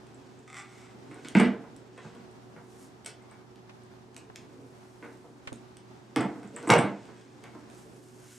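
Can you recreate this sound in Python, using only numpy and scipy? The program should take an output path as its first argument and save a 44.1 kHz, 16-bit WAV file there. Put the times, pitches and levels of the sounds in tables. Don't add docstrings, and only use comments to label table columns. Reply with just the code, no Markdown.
import sys
import numpy as np
from scipy import signal
from scipy.fft import rfft, irfft, next_fast_len
from scipy.io import wavfile
from scipy.ndimage import uniform_filter1d

SR = 44100
rng = np.random.default_rng(int(sys.argv[2]) if len(sys.argv) > 2 else 0)


def invert_db(x):
    u = np.asarray(x, float) / 20
    return 10 ** u


def file_out(sig):
    cols = np.atleast_2d(sig).T
    lim = np.clip(cols, -1, 1)
    pcm = np.round(lim * 32767).astype(np.int16)
    wavfile.write(sys.argv[1], SR, pcm)


N = 369551
BOOM_TOP_HZ = 400


def evened(x):
    return x / np.sqrt(np.mean(x ** 2) + 1e-20)


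def peaked(x):
    return x / (abs(x).max() + 1e-12)


def read(points, hz):
    point_hz, value = np.transpose(points)
    return np.interp(np.log(hz + 1), np.log(point_hz + 1), value)


def add(mix, start_s, sound):
    part = mix[round(start_s * SR):][:len(sound)]
    part += sound[:len(part)]


def smooth_noise(length, span):
    return evened(uniform_filter1d(rng.standard_normal(length), span))


def butter(x, order, hz, kind="low"):
    return signal.lfilter(*signal.butter(order, hz, kind, fs=SR), x)


def resonate(x, hz, width_hz):
    r = np.exp(-np.pi * width_hz / SR)
    return signal.lfilter([1 - r, 0, r - 1], [1, -2 * r * np.cos(2 * np.pi * hz / SR), r * r], x)


def resonate_twice(x, hz, width_hz):
    return resonate(resonate(x, hz, width_hz), hz, width_hz)


def coloured(x, points):
    size = next_fast_len(x.shape[-1])
    gain = invert_db(read(points, np.fft.rfftfreq(size, 1 / SR)))
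    return irfft(rfft(x, size) * gain, size)[..., :x.shape[-1]]


def paired(shared, differing, likeness):
    size = next_fast_len(N)
    same = read(likeness, np.fft.rfftfreq(size, 1 / SR))
    mid = rfft(shared, size) * np.sqrt(1 + same)
    side = rfft(differing, size) * np.sqrt(1 - same)
    return irfft([mid + side, mid - side], size)[:, :N] / np.sqrt(2)


# pitch_hz, relative level_db, t60_s
TABLE_MODES = [(124, 1.5, 0.1), (150.6, 6.5, 0.074), (197, 7.5, 0.16), (240, 3.5, 0.24), (252, 7.5, 0.049),
               (271.3, 23.5, 0.029), (304, 18.5, 0.053), (395, -1, 0.13), (473.4, 5, 0.069),
               (599.4, -10, 0.21), (611, -8, 0.19), (656, 1, 0.062), (690, 8, 0.03), (881, 4.5, 0.035),
               (1110, -50, 0.0086), (1130, -10, 0.011), (1420, -46, 0.031), (1448, -1, 0.049),
               (1556, 9.5, 0.013), (2030, 14, 0.011), (2255, 10.5, 0.0091), (2870, -44, 0.02),
               (2860, 7, 0.0053), (3255, -16, 0.016)]


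def knock(clatter_db, boom_db, place_hz, hardness):
    t = np.arange(SR // 4) / SR
    hz, db, t60 = np.transpose(TABLE_MODES)[:, :, None]
    sign = (-1) ** np.arange(len(TABLE_MODES))[:, None]
    rings = invert_db(db - 60 * t / t60) * np.sin(2 * np.pi * hz * t)
    low = hz[:, 0] < BOOM_TOP_HZ

    near = 1 / (1 + (np.log(hz[low] / place_hz) / 0.29) ** 2) ** 2
    boom = (rings[low] * near).sum(0) * (1 - np.exp(-t / 0.0038)) ** 2

    chatter_s = 0.014 * 1.09 ** (-clatter_db / 10 - 2)
    rattle = rng.standard_normal(len(t)) * invert_db(2.19 * rng.exponential(1, len(t)))
    rattle *= np.exp(-t / chatter_s)
    plate = 0.2 * (sign * rings)[~low].sum(0) + 0.96 * rattle
    plate[0] += 12
    edge_hz = 650 * 16 ** hardness
    plate = butter(plate, 3, edge_hz) + 0.021 * plate
    plate = butter(plate, 2, 300, "high")
    return invert_db(boom_db) * peaked(boom) + invert_db(clatter_db) * peaked(plate)


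# start_s, clatter_db and boom_db (peaks before the table's band limit),
# place_hz (where the top booms), contact hardness (0-1)
CANE_KNOCKS = [(1.113, -38, -40, 298, .41), (1.158, -44.5, -45, 318, 0.3), (1.248, -34.5, -38.5, 323, 0.69),
               (1.351, -14, -11, 210, 0.46), (1.37, -26.5, -29, 190, 0.8), (1.397, -15, -13.5, 214, 0.46),
               (1.449, -35.5, -21.5, 240, 0.83), (1.638, -42.5, -63, 293, 0.34),
               (1.977, -39, -59, 116, .45), (2.049, -41.5, -37, 139, .25), (2.148, -46, -44.5, 212, 0.2),
               (2.564, -39, -47, 124, 0.32), (3.06, -27.5, -67, 398, 1), (3.314, -48, -66, 127, 0.3),
               (4.164, -43.5, -53, 366, 0.47), (4.355, -47, -60, 116, 0.7), (5.026, -38, -42, 345, 0.38),
               (5.043, -40.5, -44, 293, 0.37), (5.242, -45.5, -53, 363, 0.13),
               (5.521, -51, -39.5, 250, 0.38), (6.161, -19, -22, 290, 0.4), (6.168, -31, -19.5, 304, 0.69),
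               (6.178, -44, -27, 130, 0.26), (6.206, -23, -22, 296, 0.27), (6.235, -33, -28.5, 192, 0.23),
               (6.357, -41, -34.5, 315, 0.24), (6.43, -42, -41.5, 200, 0.31),
               (6.565, -34.5, -49, 298, 0.43), (6.634, -35.5, -45, 299, 0.28),
               (6.673, -26.5, -25, 327, 0.33), (6.695, -11.5, -15, 287, 0.21),
               (6.701, -6.5, -38, 394, 0.52), (6.706, -12.5, -14.5, 129, 0.31), (6.718, -8.5, -37, 300, .3),
               (6.754, -17.5, -20.5, 141, 0.17), (6.789, -21.5, -17, 277, 0.54),
               (6.825, -25, -23.5, 166, 0.37), (7.089, -42.5, -45, 237, 0.28),
               (7.441, -39.5, -51, 116, .45), (7.551, -43, -41, 324, 0.27)]


def knocks():
    out = np.zeros(N)
    for start_s, *blow in CANE_KNOCKS:
        add(out, start_s, knock(*blow))
    return out


# start_s, rms level_db
SLIDE_LEVEL = [(0, -58.5), (.86, -63), (1.07, -55.5), (1.87, -59.5), (2.2, -62), (3.34, -61.5), (3.87, -68),
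               (4.6, -54.5), (4.81, -65.5), (5.48, -59), (5.75, -69.5), (6.3, -58.5), (6.55, -49),
               (7.05, -60), (7.9, -59.5), (8.38, -64.5)]


def slide():
    drive = rng.standard_normal(N) * invert_db(1.5 * smooth_noise(N, 1500))
    rumble = sum(resonate_twice(drive, hz, 78) for hz, _, _ in TABLE_MODES if hz < BOOM_TOP_HZ)
    rumble_db, rumble_rise_s, rumble_t60_s = -23, 0.032, 0.63
    ringing_power, t = np.zeros(N), np.arange(SR) / SR
    for start_s, _, boom_db, _, _ in CANE_KNOCKS:
        ringing = invert_db(boom_db + rumble_db - 60 * t / rumble_t60_s) * (1 - np.exp(-t / rumble_rise_s))
        add(ringing_power, start_s, ringing ** 2)
    sliding = invert_db(np.interp(np.arange(N) / SR, *np.transpose(SLIDE_LEVEL)))
    return np.sqrt(sliding ** 2 + ringing_power) * evened(rumble)


def snap(bright_db, body_db):
    click = signal.unit_impulse(512)
    click += 0.2 * rng.standard_normal(512) * np.exp(-np.arange(512) / SR / 0.0012)
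    bright_hz = 8050 * (1 + 0.02 * rng.standard_normal())
    dryness = 0.22
    bright = resonate_twice(click, bright_hz, 900 * 6 ** dryness)
    body = resonate(resonate(click, 2600, 3300), 2500, 3200)
    body += 1.13 * resonate(click, 5600, 2400) + 0.12 * resonate(click, 7600, 3000)
    tick = invert_db(bright_db) * peaked(bright) + invert_db(body_db) * peaked(body)
    return butter(tick, 3, 11000)


# start_s, bright_db, body_db (peaks before the treble cut)
SHEET_SNAPS = [(.069, -57, -48), (0.1455, -48, -70.5), (0.391, -52, -68), (1.1134, -52, -61),
               (1.144, -44, -58), (1.2477, -43, -60), (1.273, -45, -49), (1.2854, -36, -25.5),
               (1.3493, -35, -50), (1.368, -34.5, -48), (1.3874, -31, -42), (1.4005, -23, -39),
               (1.4315, -45, -48), (1.764, -44.5, -40), (1.978, -51, -64), (2.1516, -56, -47),
               (2.313, -53, -65), (3.047, -44, -39), (3.062, -27, -26), (3.2231, -57, -66),
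               (3.3117, -49, -64), (3.5588, -71, -45), (3.835, -55, -68), (4.1456, -61, -43),
               (4.1653, -63, -29.5), (4.178, -40, -55), (4.3592, -64, -28.5), (5.1736, -59, -52),
               (5.474, -45, -59), (5.5292, -44, -32), (5.5583, -46, -60), (5.7697, -48, -38),
               (6.1611, -33, -17.5), (6.2088, -32, -56), (6.4322, -51.5, -47), (6.4757, -46, -58),
               (6.563, -28.5, -40), (6.5665, -40, -44), (6.6283, -44, -36), (6.675, -31, -52),
               (6.6813, -30, -46), (6.691, -29, -24), (6.703, -45, -9.5), (6.7071, -20, -24),
               (6.721, -22, -24.5), (6.7382, -25.5, -16), (6.7827, -27, -37.5), (6.789, -21.5, -31),
               (6.8133, -32.5, -40), (7.055, -56, -47), (7.212, -63, -54), (7.439, -58, -37),
               (7.7003, -54, -45)]


def snaps():
    out = np.zeros(N)
    for start_s, *tick in SHEET_SNAPS:
        add(out, start_s, snap(*tick))
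    return out


# start_s, rms level_db at airiness 0, airiness (0-1)
PEEL_LEVEL = [(0, -71, 0), (.55, -70, .2), (.8, -60, .3), (.95, -73, 0), (1.3, -60, 0.26), (1.4, -72, 0.4),
              (1.9, -71, 0), (2.05, -61, 0), (2.25, -76, 0), (2.55, -76, .6), (2.83, -58.5, 0.75),
              (2.88, -62, .66), (2.91, -78, .7), (3.5, -83, 0), (4.7, -69.5, 0.6), (5.15, -69, 0.6),
              (5.9, -76, 0), (6.4, -66, 0.3), (6.7, -58, 0.15), (6.9, -64.5, 0), (7.66, -68.5, 0.35),
              (7.77, -59.5, 0.67), (7.92, -64.5, 0.66), (8.149, -62.5, 0.7), (8.3, -54.5, 0.63)]
# pitch_hz, relative level_db (per Hz)
SHEET_COLOUR = [(880, -42), (1500, 5.5), (2300, -1.5), (2590, 0.5), (4420, -5), (6370, -5.5), (8240, -6.5),
                (13800, -52), (16000, -61)]
# pitch_hz, relative level_db (per Hz)
FILM_COLOUR = [(3000, -23), (6000, -5), (9000, -3.5), (12000, -10), (14500, -22), (16000, -22)]


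def peel():
    clump = invert_db(1.5 * smooth_noise(N, 900))
    size = rng.standard_normal(N) * invert_db(1.2 * rng.exponential(1, N))
    grains = clump * size * (rng.random(N) < 8000 / SR)
    start_s, db, airiness = np.transpose(PEEL_LEVEL)
    t = np.arange(N) / SR
    level, airy = invert_db(np.interp(t, start_s, db)), np.interp(t, start_s, airiness)
    sheet = evened(coloured(grains, SHEET_COLOUR))
    film = invert_db(-3) * evened(coloured(grains, FILM_COLOUR))
    return level * ((1 - airy) * sheet + airy * film)


# pitch_hz, width_hz (of each of two passes), relative level_db
GRIP_MODES = [(800, 170, 11), (1260, 440, 13.5), (2050, 460, 14.5), (3500, 260, 7), (5010, 820, -0.5),
              (5780, 280, 4.5), (7750, 1500, 2.5)]


def grip(drive):
    return sum(invert_db(db) * resonate_twice(drive, hz, width_hz) for hz, width_hz, db in GRIP_MODES)


# start_s, slip rate_hz before wobble, rms level_db
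CREAK_PATH = [(.476, 150, -58), (.53, 161, -61), (0.571, 137, -45), (.6, 200, -46.5), (0.629, 230, -61),
              (.66, 215, -67), (0.759, 150, -63.5), (0.861, 155, -61), (.95, 130, -69)]
# start_s, peak level_db
SINGLE_SLIPS = [(0.4776, -41.5), (0.501, -38), (0.5293, -37), (0.5437, -34.5), (0.5584, -40), (0.5676, -33)]


def creak():
    start_s, rate_hz, db = np.transpose(CREAK_PATH)
    t = np.arange(start_s[0], start_s[-1], 1 / SR)
    wobble = 1 + 0.25 * smooth_noise(len(t), 300)
    turns = np.cumsum(np.interp(t, start_s, rate_hz) * wobble) / SR
    pulses = np.diff(np.floor(turns), prepend=-1)
    pulses *= invert_db(2.9 * rng.standard_normal(len(t)))
    drive = evened(pulses) + 0.9 * rng.standard_normal(len(t))
    out = np.zeros(N)
    add(out, start_s[0], invert_db(np.interp(t, start_s, db)) * evened(grip(drive)))
    for slip_s, slip_db in SINGLE_SLIPS:
        add(out, slip_s, invert_db(slip_db) * peaked(grip(signal.unit_impulse(1024))))
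    return out


def squeak(length_s, level_db, low_hz, high_hz):
    drive = rng.standard_normal(round(length_s * SR))
    tone = resonate(drive, low_hz, 70) + 0.79 * resonate(drive, high_hz, 90)
    return invert_db(level_db) * evened(tone) * signal.windows.tukey(len(drive), 0.4)


# start_s, length_s, level_db (rms before the fades),
# low_hz, high_hz
SHEET_SQUEAKS = [(3.209, .035, -68, 1470, 2100), (3.31, 0.039, -63, 1640, 2230)]


def squeaks():
    out = np.zeros(N)
    for start_s, *note in SHEET_SQUEAKS:
        add(out, start_s, squeak(*note))
    return out


# start_s, buzz peak level_db, top_hz, decay_s,
# thud_db (right port, before its decay)
HOUSING_TICKS = [(3.694, -41.5, 2730, 0.011, -63), (4.299, -38.5, 1200, 0.0065, -50),
                 (5.473, -28, 2570, 0.012, -36), (5.52, -34, 800, 0.0081, -36)]


def housing():
    out, t = np.zeros((2, N)), np.arange(4096) / SR
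    for start_s, level_db, top_hz, decay_s, thud_db in HOUSING_TICKS:
        buzz = butter(rng.standard_normal((2, 4096)), 2, [350, top_hz], "band")
        buzz[1] -= 0.34 * buzz[0]
        thud = invert_db(thud_db) * np.sin(2 * np.pi * 120 * t) * np.exp(-t / 0.01)
        for port, push in enumerate((-0.7, 1)):
            tick = invert_db(level_db) * peaked(buzz[port] * np.exp(-t / decay_s))
            add(out[port], start_s, tick + push * thud)
    return out


# pitch_hz, t60_s
ROOM_DECAY = [(125, 0.27), (500, 0.44), (1500, 0.38), (4000, 0.31), (10000, 0.16)]
# pitch_hz, level_db
ROOM_COLOUR = [(150, -8), (300, -1.5), (450, -1)]
# pitch_hz, likeness (0-1)
ROOM_LIKENESS = [(100, 1), (300, 0.96), (1400, 0.85), (5000, 0.93), (9000, 0.2), (14000, 0.22)]


def room(x):
    taps = np.zeros((6, SR))
    at = np.arange(200, SR - 10, 10) + rng.integers(0, 10, (6, (SR - 201) // 10))
    np.put_along_axis(taps, at, rng.choice([-1., 1.], at.shape), 1)
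    hz, t, bands = signal.stft(taps, SR, nperseg=256)
    band_db = read(ROOM_COLOUR, hz)[:, None] - 60 * t / read(ROOM_DECAY, hz)[:, None]
    tail = signal.istft(bands * invert_db(band_db), SR, nperseg=256)[1]
    tail *= 1 - np.exp(-np.arange(tail.shape[1]) / SR / 0.0018)
    tail /= np.linalg.norm(tail[0])

    turn = 9 * np.arange(N) / SR + np.arange(3)[:, None] / 3
    share = np.sqrt(2 / 3) * np.cos(np.pi * turn)
    wet = signal.fftconvolve(np.tile(x * share, (2, 1)), tail, axes=1)[:, :N]
    return paired(*wet.reshape(2, 3, N).sum(1), ROOM_LIKENESS)


# pitch_hz, relative level_db (per Hz)
AIR_COLOUR = [(12, -42), (25, -25), (60, -13.5), (110, -11), (160, -8.5), (220, -4), (300, -11.5),
              (370, -6.5), (450, -17.5), (760, -12), (2670, -28.5), (5600, -32), (9000, -40), (12000, -46),
              (16000, -52)]
# pitch_hz, waver_hz (rms), level_db (rms before the stereo spread)
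HUM_TONES = [(120.6, 0.97, -58.5), (188, 0.56, -77), (370.5, 0.87, -58)]
# pitch_hz, likeness (0-1)
AIR_LIKENESS = [(60, 0.13), (130, 0.33), (290, 0.25), (640, 0.037), (3100, 0.0091), (6800, 0.26),
                (15000, .02)]


def background():
    swell = invert_db(1.62 * smooth_noise(N, 6000))
    air = invert_db(-54.5) * evened(coloured(rng.standard_normal((2, N)), AIR_COLOUR)) * swell
    for hz, waver_hz, db in HUM_TONES:
        drift = waver_hz * smooth_noise(N, 4000)
        turns = np.cumsum(hz + drift) / SR + rng.random()
        air[0] += invert_db(db) * np.sqrt(2) * np.sin(2 * np.pi * turns)
    return paired(*air, AIR_LIKENESS)


def scene():
    table_band = signal.butter(6, [108, 11000], "band", fs=SR, output="sos")
    table = signal.sosfilt(table_band, slide() + knocks())
    hands = peel() + creak() + snaps() + squeaks()
    reflections = room(invert_db(-0.5) * table + invert_db(-3.5) * hands)
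    return table + hands + reflections + housing() + background()


def roll_off(x):
    return signal.sosfilt(signal.butter(12, 16450, fs=SR, output="sos"), x)


# pitch_hz, left over right level_db
PORT_LEAN = [(60, -4), (180, -2.5), (550, -1.5), (1650, 0.0), (4970, -1), (15000, -1)]


def record(dry):
    ports = [coloured(x, [(hz, side * db / 2) for hz, db in PORT_LEAN]) for x, side in zip(dry, (1, -1))]
    mix = signal.oaconvolve(ports, signal.firwin(255, 15400, fs=SR)[None], "same")
    return roll_off(mix)


dry = scene()
out = record(dry)
file_out(out)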